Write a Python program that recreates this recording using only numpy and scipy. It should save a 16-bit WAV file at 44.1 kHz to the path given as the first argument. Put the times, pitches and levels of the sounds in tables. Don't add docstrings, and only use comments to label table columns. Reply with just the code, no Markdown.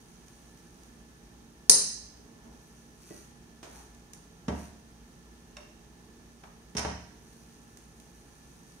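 import sys
import numpy as np
from scipy import signal
from scipy.fft import rfft, irfft
from scipy.io import wavfile

SR = 44100
rng = np.random.default_rng(int(sys.argv[2]) if len(sys.argv) > 2 else 0)


def master_out(mix):
    frames = np.transpose(np.atleast_2d(mix))
    ceiling = np.clip(frames, -1, 1)
    pcm = np.round(ceiling * 32767).astype(np.int16)
    wavfile.write(sys.argv[1], SR, pcm)


N = 388080
TIME = np.arange(N) / SR
TOP_HZ = 15500

# (frequency [Hz], level [dB], t60 [s])
PAN_MODES = [(192, 5, 0.12), (255, 1, .07), (415, -1.5, 0.23), (1249, -15, 0.075), (1940, -3, .14),
             (2604, -16, .1), (3140, -13, .1)]
# (frequency [Hz], level [dB], t60 [s])
HANDLE_MODES = [(603, -3, 0.12), (1091, -22, .28), (1734, -11, .08), (2200, -15, .18), (2727, 2, 0.037),
                (3700, -5, 0.047), (5580, -3, 0.035)]
# (time [s], level [dB], corner [Hz], treble roll-off [dB/octave], t60 [s],
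# thud pitch [Hz], pan ring [dB re the bump])
GRATE_BUMPS = [(4.4818, 11.5, 610, 9, .08, 226, -62), (6.75, 3.5, 210, 5.5, 0.061, 196, -63),
               (6.781, 3, 1600, 5.5, .075, 128, -63), (6.849, 7.5, 1100, 10.5, .016, 126, -70)]


def latch(snap_s=1.6961, release_s=6.7685, rim_db=-8, ring_db=-35, pan_db=-38):
    # (frequency [Hz], level [dB])
    snap_spectrum = [(60, -12.5), (170, 3), (700, 7.5), (1400, 2), (2900, 4), (3450, -4.5), (3720, 14),
                     (4350, 21.5), (5400, 22.5), (5750, 9.5), (6150, 23), (7000, 13), (9300, 24.5),
                     (10500, 19.5), (11000, 4.5), (14500, 7.5)]
    # (frequency [Hz], level [dB], t60 [s])
    high_ring = [(4340, -5.5, .2), (5090, -2, .15), (5226, -1.5, .2), (5700, 3.5, .15), (6110, 1, 0.27),
                 (6218, -2.5, .2), (7833, -1, .15), (7967, 0.5, .15), (9109, -0.5, .15), (9100, 2, .2),
                 (9320, 0, .2), (9511, -1, .2), (10390, -3, .2)]
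    # (frequency [Hz], level [dB])
    release_spectrum = [(1000, -30), (4500, -10), (5050, 5), (6100, 3), (6900, -15), (9000, -6),
                        (14000, -36)]
    out = np.zeros((2, N))
    add(out, snap_s, dense_ring(snap_spectrum, t60=.016))
    add(out, snap_s, undb(rim_db) * dense_ring(snap_spectrum, t60=.06))
    add(out, snap_s, undb(ring_db) * modes(high_ring) + undb(pan_db) * modes(PAN_MODES))
    add(out, release_s, dense_ring(release_spectrum, t60=.092))
    return out


def pan_bumps(thud_db=-27, thud_t60=.035, handle_db=-58):
    out, pan, handle = np.zeros((2, N)), modes(PAN_MODES), modes(HANDLE_MODES)
    for start, db, corner_hz, rolloff, t60, thud_hz, pan_db in GRATE_BUMPS:
        add(out, start, clunk(db, corner_hz, rolloff, t60, bass_hz=190, bass_rolloff=5))
        thud = modes([(thud_hz, thud_db, thud_t60)])
        add(out, start, undb(db) * (thud + undb(pan_db) * pan + undb(handle_db) * handle))
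    return out


def hob_boom(boom_db=-43):
    # (frequency [Hz], level [dB], t60 [s])
    hob_modes = [(73, 1.5, 0.64), (101.4, -14, 0.7), (178.4, -5.5, 0.61), (214.7, -4.5, 0.63),
                 (255, -19, 1), (302, -18.5, 1), (418.7, -1.5, 0.21), (620, -15, 0.74), (705, -14.5, 0.81),
                 (829, -16, 0.27), (941, -17.5, 0.81), (1060, -24, .3), (1142, -22, 0.39), (3140, -25, .3)]
    out, boom = np.zeros((2, N)), modes(hob_modes)
    for start, db, *_ in GRATE_BUMPS:
        add(out, start, undb(db + boom_db) * boom)
    return out


def handle_taps(pan_db=-59):
    # (time [s], level [dB], corner [Hz], treble roll-off [dB/octave], handle ring [dB re the tap])
    taps = [(5.568, -9.5, 1500, 6.5, -35), (6.4366, -7, 1200, 12, -58), (6.768, 2.5, 1700, 10.5, -50),
            (6.792, 1, 1600, 6.5, -49), (6.8525, 5.5, 1200, 15, -59)]
    out, pan, handle = np.zeros((2, N)), modes(PAN_MODES), modes(HANDLE_MODES)
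    for start, db, corner_hz, rolloff, handle_db in taps:
        add(out, start, clunk(db, corner_hz, rolloff, t60=.044, bass_hz=850, bass_rolloff=7))
        add(out, start, undb(db) * (undb(handle_db) * handle + undb(pan_db) * pan))
    return out


def food_flops(thud_hz=350, thud_db=-32, thud_t60=.033):
    # (time [s], level [dB], corner [Hz], treble roll-off [dB/octave], t60 [s],
    # pan ring [dB re the flop])
    flops = [(3.1067, 3, 370, 13, 0.017, -56.5), (3.629, -6, 750, 4.5, .16, -68)]
    out, pan = np.zeros((2, N)), modes(PAN_MODES)
    thud = modes([(thud_hz, thud_db, thud_t60)])
    for start, db, corner_hz, rolloff, t60, pan_db in flops:
        add(out, start, clunk(db, corner_hz, rolloff, t60, bass_hz=300, bass_rolloff=8))
        add(out, start, undb(db) * (thud + undb(pan_db) * pan))
    return out


def frying(pops_per_s=900, spread_db=-.5):
    # (frequency [Hz], level [dB])
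    fat_spectrum = [(300, -18.5), (1500, 0.5), (4000, -1), (7000, 2), (9500, 0), (14500, -2.5)]
    # (time [s], level [dB])
    spits = [(.282, -32.5), (0.574, -36), (0.834, -34), (3.948, -35), (4.134, -22), (7.772, -27.5),
             (7.9998, -30), (8.7214, -36)]
    bursts = rng.random(N) < pops_per_s / SR
    pops = bursts * undb(spread_db * np.minimum(rng.exponential(size=N), 4))
    pops = pops * rng.choice([-1, 1], N) / np.std(pops) * sizzle_envelope()
    bubble = dense_ring(fat_spectrum, t60=.004, size=2048)
    out = signal.fftconvolve(pops[None], bubble, axes=1)[:, :N]
    for start, db in spits:
        add(out, start, undb(db) * dense_ring(fat_spectrum, t60=.019, size=2048))
    return out


def sizzle_envelope(shut_db=-72, open_db=-66.5):
    # (time [s], opening [0-1])
    lid_gap = [(0, 1), (.6, 0.8), (1.1, 0.02), (7.0, 0.02), (7.3, 0.69), (8.8, 0.99)]
    # (time [s], level [dB], half length [s])
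    flares = [(2.7, -67.5, .15), (3.126, -57.5, 0.094), (3.76, -58.5, 0.064), (4.6, -58, 0.052),
              (7.33, -68, 0.098)]
    opening = np.interp(TIME, *np.transpose(lid_gap))
    steady = undb(shut_db + (open_db - shut_db) * opening)
    flare_power = sum(undb(db) ** 2 * np.exp(-((TIME - at) / half) ** 2) for at, db, half in flares)
    return np.sqrt(steady ** 2 + flare_power)


def rubbing(skirt_db=-24, uneven_db=3):
    # (time [s], half length [s], level [dB], centre [Hz])
    rubs = [(2.261, 0.072, -37, 192), (2.489, 0.027, -32.5, 231), (2.44, 0.018, -48, 800),
            (3.153, 0.022, -46, 230), (3.753, 0.051, -44, 884), (4.3, 0.09, -42, 108)]
    out = 0
    for at, half, db, hz in rubs:
        swell = np.exp(-((TIME - at) / half) ** 2 / 2) * undb(db + uneven_db * wander(60))
        band = [(hz / 5, skirt_db), (hz, 0), (hz * 5, skirt_db), (hz * 20, 2 * skirt_db)]
        out = out + swell * colour(air_noise(N), band)
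    return out


def kitchen(sound, predelay_s=.004):
    # (frequency [Hz], t60 [s], level [dB re the direct sound])
    room = [(70, 1, 1), (199.6, 0.58, -4.5), (630, 0.41, 5), (1980, 0.7, 0), (5500, .68, -3),
            (9500, 0.45, -1), (14070, 0.16, -6)]
    tail = dense_ring([(hz, db) for hz, _, db in room], t60=lambda hz: curve_at(room, hz), size=SR)
    out = sound.copy()
    add(out, predelay_s, signal.fftconvolve(sound, tail, axes=1))
    return out


def burner_and_hiss(flutter_db=.5):
    # (frequency [Hz], level [dB])
    bed_spectrum = [(22, -48), (50, -30.5), (80, -42), (130, -38), (220, -39.5), (420, -45), (530, -51),
                    (850, -49), (1630, -58), (1740, -48), (1880, -58.5), (4500, -62.5), (9500, -68.5),
                    (14500, -67)]
    return colour(air_noise(N), bed_spectrum) * undb(flutter_db * wander(11))


def appliance_hum(waver_db=2, drift_rad=.5):
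    # (frequency [Hz], RMS level [dB])
    tones = [(51, -77), (59.2, -61), (140, -70.5), (172.3, -67), (231.5, -64.5), (344.5, -74.5),
             (420, -73.5), (455, -75.5), (823.6, -73.5), (1350, -77.5), (1744, -74.5), (3200, -84),
             (3830, -84)]
    out = 0
    for hz, db in tones:
        port_phase = min(hz / 800, 2) * np.array([[0], [1]])
        amplitude = np.sqrt(2) * undb(db + waver_db * wander(6))
        out = out + amplitude * np.sin(2 * np.pi * hz * TIME + drift_rad * wander(7) + port_phase)
    return out


def clunk(db, corner_hz, rolloff, t60, bass_hz, bass_rolloff, dull_hz=8050, dull_rolloff=6):
    hz = np.geomspace(30, TOP_HZ, 40)
    octaves_past = lambda ratio: np.log2(1 + ratio ** 4) / 4
    treble_loss = rolloff * octaves_past(hz / corner_hz) + dull_rolloff * octaves_past(hz / dull_hz)
    bass_loss = bass_rolloff * octaves_past(bass_hz / hz)
    return dense_ring(np.column_stack([hz, db - treble_loss - bass_loss]), t60)


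def dense_ring(spectrum, t60, size=8192, bands=30):
    t, hz, noise = TIME[:size], np.fft.rfftfreq(size, 1 / SR), rfft(air_noise(size))
    edges = np.linspace(np.sqrt(40), np.sqrt(TOP_HZ), bands + 1) ** 2
    out = 0
    for low, high in zip(edges, edges[1:]):
        centre = np.sqrt(low * high)
        gain = undb(curve_at(spectrum, hz)) * ((hz >= low) & (hz < high))
        attack = 1 - np.exp(-2 * centre * t)
        decay = undb(-60 * t / (t60(centre) if callable(t60) else t60))
        band = irfft(noise * gain, size) * attack * decay
        energy = np.sum(band ** 2, axis=1, keepdims=True)
        out = out + band * np.sqrt(np.mean(gain ** 2) / energy)
    return out


def modes(table, rise_cycles=.7):
    t, out = TIME[:SR], 0
    for hz, db, t60 in table:
        attack = 1 - np.exp(-hz * t / rise_cycles)
        out = out + undb(db - 60 * t / t60) * attack * np.sin(2 * np.pi * hz * t)
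    return out


def air_noise(size, alike_hz=750):
    mid, side = rfft(rng.standard_normal((2, size)))
    alike = 1 / (1 + (np.fft.rfftfreq(size, 1 / SR) / alike_hz) ** 2) ** 2
    mid, side = mid * np.sqrt((1 + alike) / 2), side * np.sqrt((1 - alike) / 2)
    return irfft([mid + side, mid - side], size)


def colour(sound, curve, size=8192):
    gain = undb(curve_at(curve, np.fft.rfftfreq(size, 1 / SR)))
    cepstrum = irfft(np.log(gain))
    cepstrum[1:size // 2] *= 2
    cepstrum[size // 2 + 1:] = 0
    impulse = irfft(np.exp(rfft(cepstrum)))
    return signal.fftconvolve(np.atleast_2d(sound), impulse[None], axes=1)[:, :N]


def wander(knots_per_s):
    knots = rng.standard_normal(N // 100)
    return np.interp(TIME * knots_per_s, np.arange(len(knots)), knots)


def curve_at(table, hz):
    table = np.array(table, float)
    return np.interp(np.log(np.maximum(hz, 1)), np.log(table[:, 0]), table[:, 1])


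def undb(db):
    return 10 ** (np.asarray(db) / 20)


def add(out, start_s, sound):
    start = int(start_s * SR)
    out[:, start:start + sound.shape[-1]] += sound[..., :N - start]


def scene():
    pan = latch() + pan_bumps() + handle_taps() + food_flops() + frying() + rubbing()
    return kitchen(pan) + hob_boom() + burner_and_hiss() + appliance_hum()


def record(dry, ceiling=.9, low_cut_hz=42):
    # (frequency [Hz], gain [dB])
    left_port = [(100, -1.5), (3000, -0.5), (6500, -1.5), (8000, 2.5), (8900, 7.5), (9600, 6), (10700, 1),
                 (12000, -2.5), (15000, -4.5)]
    right_port = [(70, -1), (250, 2), (1000, -1), (4200, 2.5), (5300, 6), (6000, 10.5), (6450, 10.5),
                  (7300, 4), (9000, -4.5), (15000, -3)]
    low_cut = signal.butter(2, low_cut_hz, "high", fs=SR, output="sos")
    high_cut = signal.ellip(8, .2, 70, TOP_HZ, fs=SR, output="sos")
    left, right = signal.sosfilt(low_cut, dry)
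    ported = np.vstack([colour(left, left_port), colour(right, right_port)])
    return signal.sosfilt(high_cut, np.clip(ported, -ceiling, ceiling))


dry = scene()
out = record(dry)
master_out(out)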